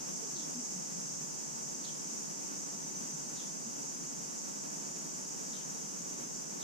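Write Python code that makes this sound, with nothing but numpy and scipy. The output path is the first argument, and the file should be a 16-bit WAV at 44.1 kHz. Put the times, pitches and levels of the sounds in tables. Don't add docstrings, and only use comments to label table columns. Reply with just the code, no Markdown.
import sys
import numpy as np
from scipy import signal
from scipy.fft import rfft, irfft, next_fast_len
from scipy.io import wavfile

SR = 44100
rng = np.random.default_rng(int(sys.argv[2]) if len(sys.argv) > 2 else 0)


def inscribe(sig):
    pcm = np.round(np.clip(np.atleast_2d(sig).T, -1, 1) * 32767)
    wavfile.write(sys.argv[1], SR, pcm.astype(np.int16))


N = 292486
T_S = np.arange(N) / SR
PADDED = next_fast_len(N, real=True)
F_HZ = np.fft.rfftfreq(PADDED, 1 / SR)

# f/Hz, width/Hz, relative level/dB
BODY_RESONANCES = [(5100, 240, -7), (5750, 180, -4), (5870, 260, -1), (6000, 200, -9), (6600, 220, -13),
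                   (6880, 120, 1.5), (7330, 330, -9), (7750, 370, -8.5), (8240, 500, -13)]
# multiple of stroke rate, fuzz width/Hz, relative level/dB, lag/throbs
NOTE_PARTIALS = [(31, 30, -5.5, 0), (31.17, 30, -3, 0), (32.05, 50, -11.5, 0), (33.08, 40, -9.5, .3),
                 (35, 25, -8.5, .3), (35.85, 50, -13, .2), (37.03, 20, -17.5, .35), (43.2, 70, -23, .5),
                 (44, 45, -17.5, .55)]
# t/s, level/dB
THROB_LEVEL = [(.5, -62), (1.5, -55.5), (3.1, -56), (3.7, -55), (5, -54), (6.6, -55.5)]
# t/s, level/dB
CLEAR_LEVEL = [(1.1, -66), (1.8, -59), (2.3, -61), (2.55, -52), (3.08, -49.5), (3.25, -63), (5.3, -61),
               (6.2, -55), (6.6, -60)]
# start rate/(strokes/s), end rate/(strokes/s), relative level/dB, left-right/dB
NEIGHBOURS = [(200.5, 204.5, -2, -1.5), (207.5, 209.5, -6, 1), (190.5, 192.5, -7, 0), (233.5, 236, -8, -1),
              (203.7, 203.1, -7, -7), (225, 227, -9, 1), (213, 215, -8, 2), (196.3, 196.6, -5, -2),
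              (185, 187, -8, 0)]
# f/Hz, relative level/dB
CHORUS_SPECTRUM = [(3600, -43), (4300, -20), (4800, -11.5), (5200, -7), (5700, -3.5), (6300, 2),
                   (6950, -2.5), (7200, -2.5), (7800, -7), (8300, -14), (9100, -22.5), (11000, -56)]
# f/Hz, left-right/dB
CHORUS_SIDE = [(4400, -1.5), (5200, -0.5), (5800, -4.5), (6300, 1.5), (7000, 1.5), (7600, -1.5),
               (8200, -3.5), (9500, -4)]
# t/s, rise/dB
CHORUS_SURGES = [(.41, 1), (.71, 0.5), (2.14, 1)]
# f/Hz, relative level/dB
AIR_SPECTRUM = [(25, -24.5), (45, -27), (112, -33), (143, -1.5), (190, -0.5), (330, -5.5), (520, -7.5),
                (920, -9.5), (1400, -15), (2100, -21), (2900, -23), (3500, -27), (4100, -27), (9800, -25.5),
                (11500, -29), (15000, -30.5)]
# f/Hz, correlation
AIR_CORRELATION = [(100, 0.031), (270, -0.037), (380, -0.31), (520, -0.74), (800, -0.82), (1300, -0.74),
                   (2000, -0.44), (2700, 0.086), (3800, 0.79), (7000, -0.055)]
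# f/Hz, level/dB, unsteadiness (ratio)
HUM_TONES = [(237, -67, 1.5), (284, -65, 1.5), (896, -68.8, .08), (1131, -77, .4)]
# t/s, level/dB
SLIDE_LEVEL = [(.21, -48), (.26, -51), (.315, -58), (.375, -48.5), (.43, -54), (.53, -57), (.585, -38.5),
               (.635, -59), (.69, -60), (.75, -47), (.88, -56)]
# t/s, level/dB, pitch factor, length/s
CHIPS = [(0.343, -52, 1.03, 0.1), (1.827, -50, 0.98, .1), (3.352, -50.5, 0.99, .13),
         (5.519, -52, 0.98, 0.11), (6.594, -51, 0.91, .1)]
# centre t/s, f/Hz, level/dB
BUMPS = [(1.15, 166, -50), (3.15, 159, -43.5), (3.67, 223, -43.5)]

START_STROKES_PER_S, GAIN_STROKES_PER_S, WARM_UP_S = 194.3, 5.6, 7.0
START_THROBS_PER_S, THROB_RISE_PER_S2, START_THROBS = 16.168, .079, .51
SETTLE_DB, SETTLE_S, SURGE_S = 2, 3.3, 0.058
SLIDE_START_S, SLIDE_LENGTH_S, SLIDE_EDGE_S = .205, 0.65, 0.034
SLIDE_START_HZ, SLIDE_OCTAVES_PER_S = 454, 2.45
CHIP_TOP_HZ, CHIP_END_HZ, CHIP_DROP_S = 5380, 3095, .028
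CHIP_EDGE_S, CHIP_HOLD_S, CHIP_FADE_DB_PER_S, CHIP_FLUTTER_DB = 0.014, 0.023, 134, 3.5
EDGE_HZ = 15230


def amp(db):
    return 10 ** (np.asarray(db) / 20)


def unit(x):
    return x / np.sqrt(np.mean(abs(x) ** 2) + 1e-20)


def curve(rows):
    return np.interp(T_S, *np.transpose(rows))


def spectrum(rows):
    hz, value = np.transpose(rows)
    return np.interp(np.log(F_HZ + 1), np.log(hz), value)


def colour(x, gain):
    return irfft(rfft(x, PADDED) * gain, PADDED)[..., :N]


def wander(rate_hz):
    return unit(colour(rng.standard_normal(N), np.exp(-.5 * (F_HZ / rate_hz) ** 2)))


def pan(side_db):
    return amp(np.array([[.5], [-.5]]) * side_db)


def gate(t_s, length_s, edge_s):
    return np.clip(np.minimum(t_s, length_s - t_s) / edge_s, 0, 1)


def yard(x, t60_s, direct):
    t_s = np.arange(SR // 2) / SR
    echoes = rng.standard_normal((2, len(t_s))) * np.exp(-np.log(1000) * t_s / t60_s)
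    echoes /= np.linalg.norm(echoes, axis=1, keepdims=True)
    scattered = signal.oaconvolve(x[None], echoes, axes=1)[:, :N]
    return (direct * x + scattered) / np.hypot(1, direct)


def timbals(strokes_per_s, waver, jitter_strokes, second):
    rate = strokes_per_s * (1 + waver * wander(24.6))
    strokes = np.cumsum(rate) / SR + jitter_strokes * wander(130)
    step = np.exp(2j * np.pi * strokes)
    partial = np.exp(2j * np.pi * strokes * 21)
    clicks = np.zeros(N)
    for k in range(22, 48):
        partial = partial * step
        clicks += (1 - second * (-1) ** k) * partial.real
    return clicks


def stroke_rate():
    return START_STROKES_PER_S + GAIN_STROKES_PER_S * (1 - np.exp(-T_S / WARM_UP_S))


def throb_count():
    return np.cumsum(START_THROBS_PER_S + THROB_RISE_PER_S2 * T_S) / SR + START_THROBS


def near_cicada(throb_db=0.5, throb_wobble=0.0015):
    throb = np.cos(2 * np.pi * throb_count())
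    rate = stroke_rate() * (1 + throb_wobble * throb)
    clicks = amp(throb_db * throb) * timbals(rate, waver=.0011, jitter_strokes=.002, second=.35)
    body_power = sum(amp(db) ** 2 / (1 + (2 * (F_HZ - hz) / width_hz) ** 2) ** 2
                     for hz, width_hz, db in BODY_RESONANCES)
    buzz = colour(clicks, np.sqrt(body_power))
    return amp(-56.0) * unit(yard(buzz, t60_s=0.14, direct=0.29))


def throbbing_note(waver=0.000905):
    strokes = np.cumsum(stroke_rate() * (1 + waver * wander(8.9))) / SR
    throbs = throb_count()
    ear_lag_rad = np.array([[0], [np.pi / 2]])
    note = np.zeros((2, N))
    for multiple, width_hz, db, lag_throbs in NOTE_PARTIALS:
        swell = .32 + .68 * np.cos(np.pi * (throbs - lag_throbs)) ** 4
        phase = 2 * np.pi * multiple * strokes - ear_lag_rad
        tone = np.sin(phase)
        a, b = colour(rng.standard_normal((2, 2, N)), 1 / (1 + (F_HZ / width_hz) ** 2))
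        fuzz = a * tone + b * np.cos(phase)
        note += amp(db) * unit((unit(tone) + 0.8 * unit(fuzz)) * swell)
    clear = unit(np.cos(2 * np.pi * NOTE_PARTIALS[0][0] * strokes - ear_lag_rad))
    return pan(-1) * (amp(curve(THROB_LEVEL)) * note + amp(curve(CLEAR_LEVEL)) * clear)


def chorus(level_db=-43.5, flutter_db=0.42):
    voice = amp(spectrum(CHORUS_SPECTRUM))
    far = colour(rng.standard_normal((2, N)), voice)
    neighbours = np.zeros((2, N))
    for first, last, db, side_db in NEIGHBOURS:
        rate = np.linspace(first, last, N) * (1 + .0008 * wander(1))
        clicks = timbals(rate, waver=.0013, jitter_strokes=.0015, second=0)
        buzz = yard(colour(clicks, voice), t60_s=0.12, direct=0.31)
        neighbours += amp(db) * pan(side_db) * unit(buzz)
    both = colour(unit(neighbours) + unit(far), pan(spectrum(CHORUS_SIDE)))
    settle_db = SETTLE_DB * np.exp(-T_S / SETTLE_S)
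    surge_db = sum(db * np.exp(-((T_S - s) / SURGE_S) ** 2) for s, db in CHORUS_SURGES)
    return unit(both) * amp(level_db + settle_db + surge_db + flutter_db * wander(11))


def air(level_db=-46.5, swell_db=0.75):
    a, b = rng.standard_normal((2, N))
    same = np.clip(spectrum(AIR_CORRELATION), -1, 1)
    mid = colour(a, np.sqrt(1 + same))
    side = colour(b, np.sqrt(1 - same))
    ears = colour(np.array([mid + side, mid - side]), amp(spectrum(AIR_SPECTRUM)))
    return amp(level_db) * unit(ears) * amp(swell_db * wander(11.4))


def hum(width_hz=6):
    tones = np.zeros(N)
    for hz, db, unsteady in HUM_TONES:
        sway = 1 + unsteady * (wander(width_hz) + 1j * wander(width_hz))
        tones += amp(db) * unit((sway * np.exp(2j * np.pi * hz * T_S)).real)
    return pan(-0.99) * tones


def sliding_tone(waver=0.039):
    t_s = np.maximum(T_S - SLIDE_START_S, 0)
    hz = SLIDE_START_HZ * 2 ** (-SLIDE_OCTAVES_PER_S * t_s) * (1 + waver * wander(26.0))
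    level = gate(t_s, SLIDE_LENGTH_S, SLIDE_EDGE_S) * amp(curve(SLIDE_LEVEL))
    tone = level * np.sin(2 * np.pi * np.cumsum(hz) / SR)
    return yard(tone, t60_s=.3, direct=2.6)


def bird(t60_s=0.34):
    calls = np.zeros(N)
    for start_s, db, pitch, length_s in CHIPS:
        t_s = np.maximum(T_S - start_s, 0)
        drop = np.exp(-t_s / CHIP_DROP_S)
        glide_hz = CHIP_END_HZ + (CHIP_TOP_HZ - CHIP_END_HZ) * drop
        rasp = 1 + (.08 + .05 * drop) * wander(550)
        fade_db = CHIP_FADE_DB_PER_S * np.maximum(t_s - CHIP_HOLD_S, 0)
        level = gate(t_s, length_s, CHIP_EDGE_S) * amp(db + CHIP_FLUTTER_DB * wander(90) - fade_db)
        calls += level * np.sin(2 * np.pi * np.cumsum(glide_hz * pitch * rasp) / SR)
    return yard(calls, t60_s, direct=.75)


def low_sounds(bump_s=0.02, swell_at_s=1.13, swell_s=0.24, swell_db=-56.0, swell_hz=160, swell_width_hz=28):
    band = np.exp(-((F_HZ - swell_hz) / swell_width_hz) ** 2)
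    rumble = unit(colour(rng.standard_normal(N), band))
    out = amp(swell_db) * rumble * np.exp(-((T_S - swell_at_s) / swell_s) ** 2)
    for centre_s, hz, db in BUMPS:
        t_s = T_S - centre_s
        out += amp(db) * np.exp(-(t_s / bump_s) ** 2) * np.sin(2 * np.pi * hz * t_s)
    return out


def scene():
    cicadas = near_cicada() + throbbing_note() + chorus()
    return cicadas + air() + hum() + sliding_tone() + bird() + low_sounds()


def record(dry):
    taps = signal.firwin(1001, EDGE_HZ, window=("kaiser", 9), fs=SR)
    return signal.oaconvolve(dry, taps[None], "same")


dry = scene()
out = record(dry)
inscribe(out)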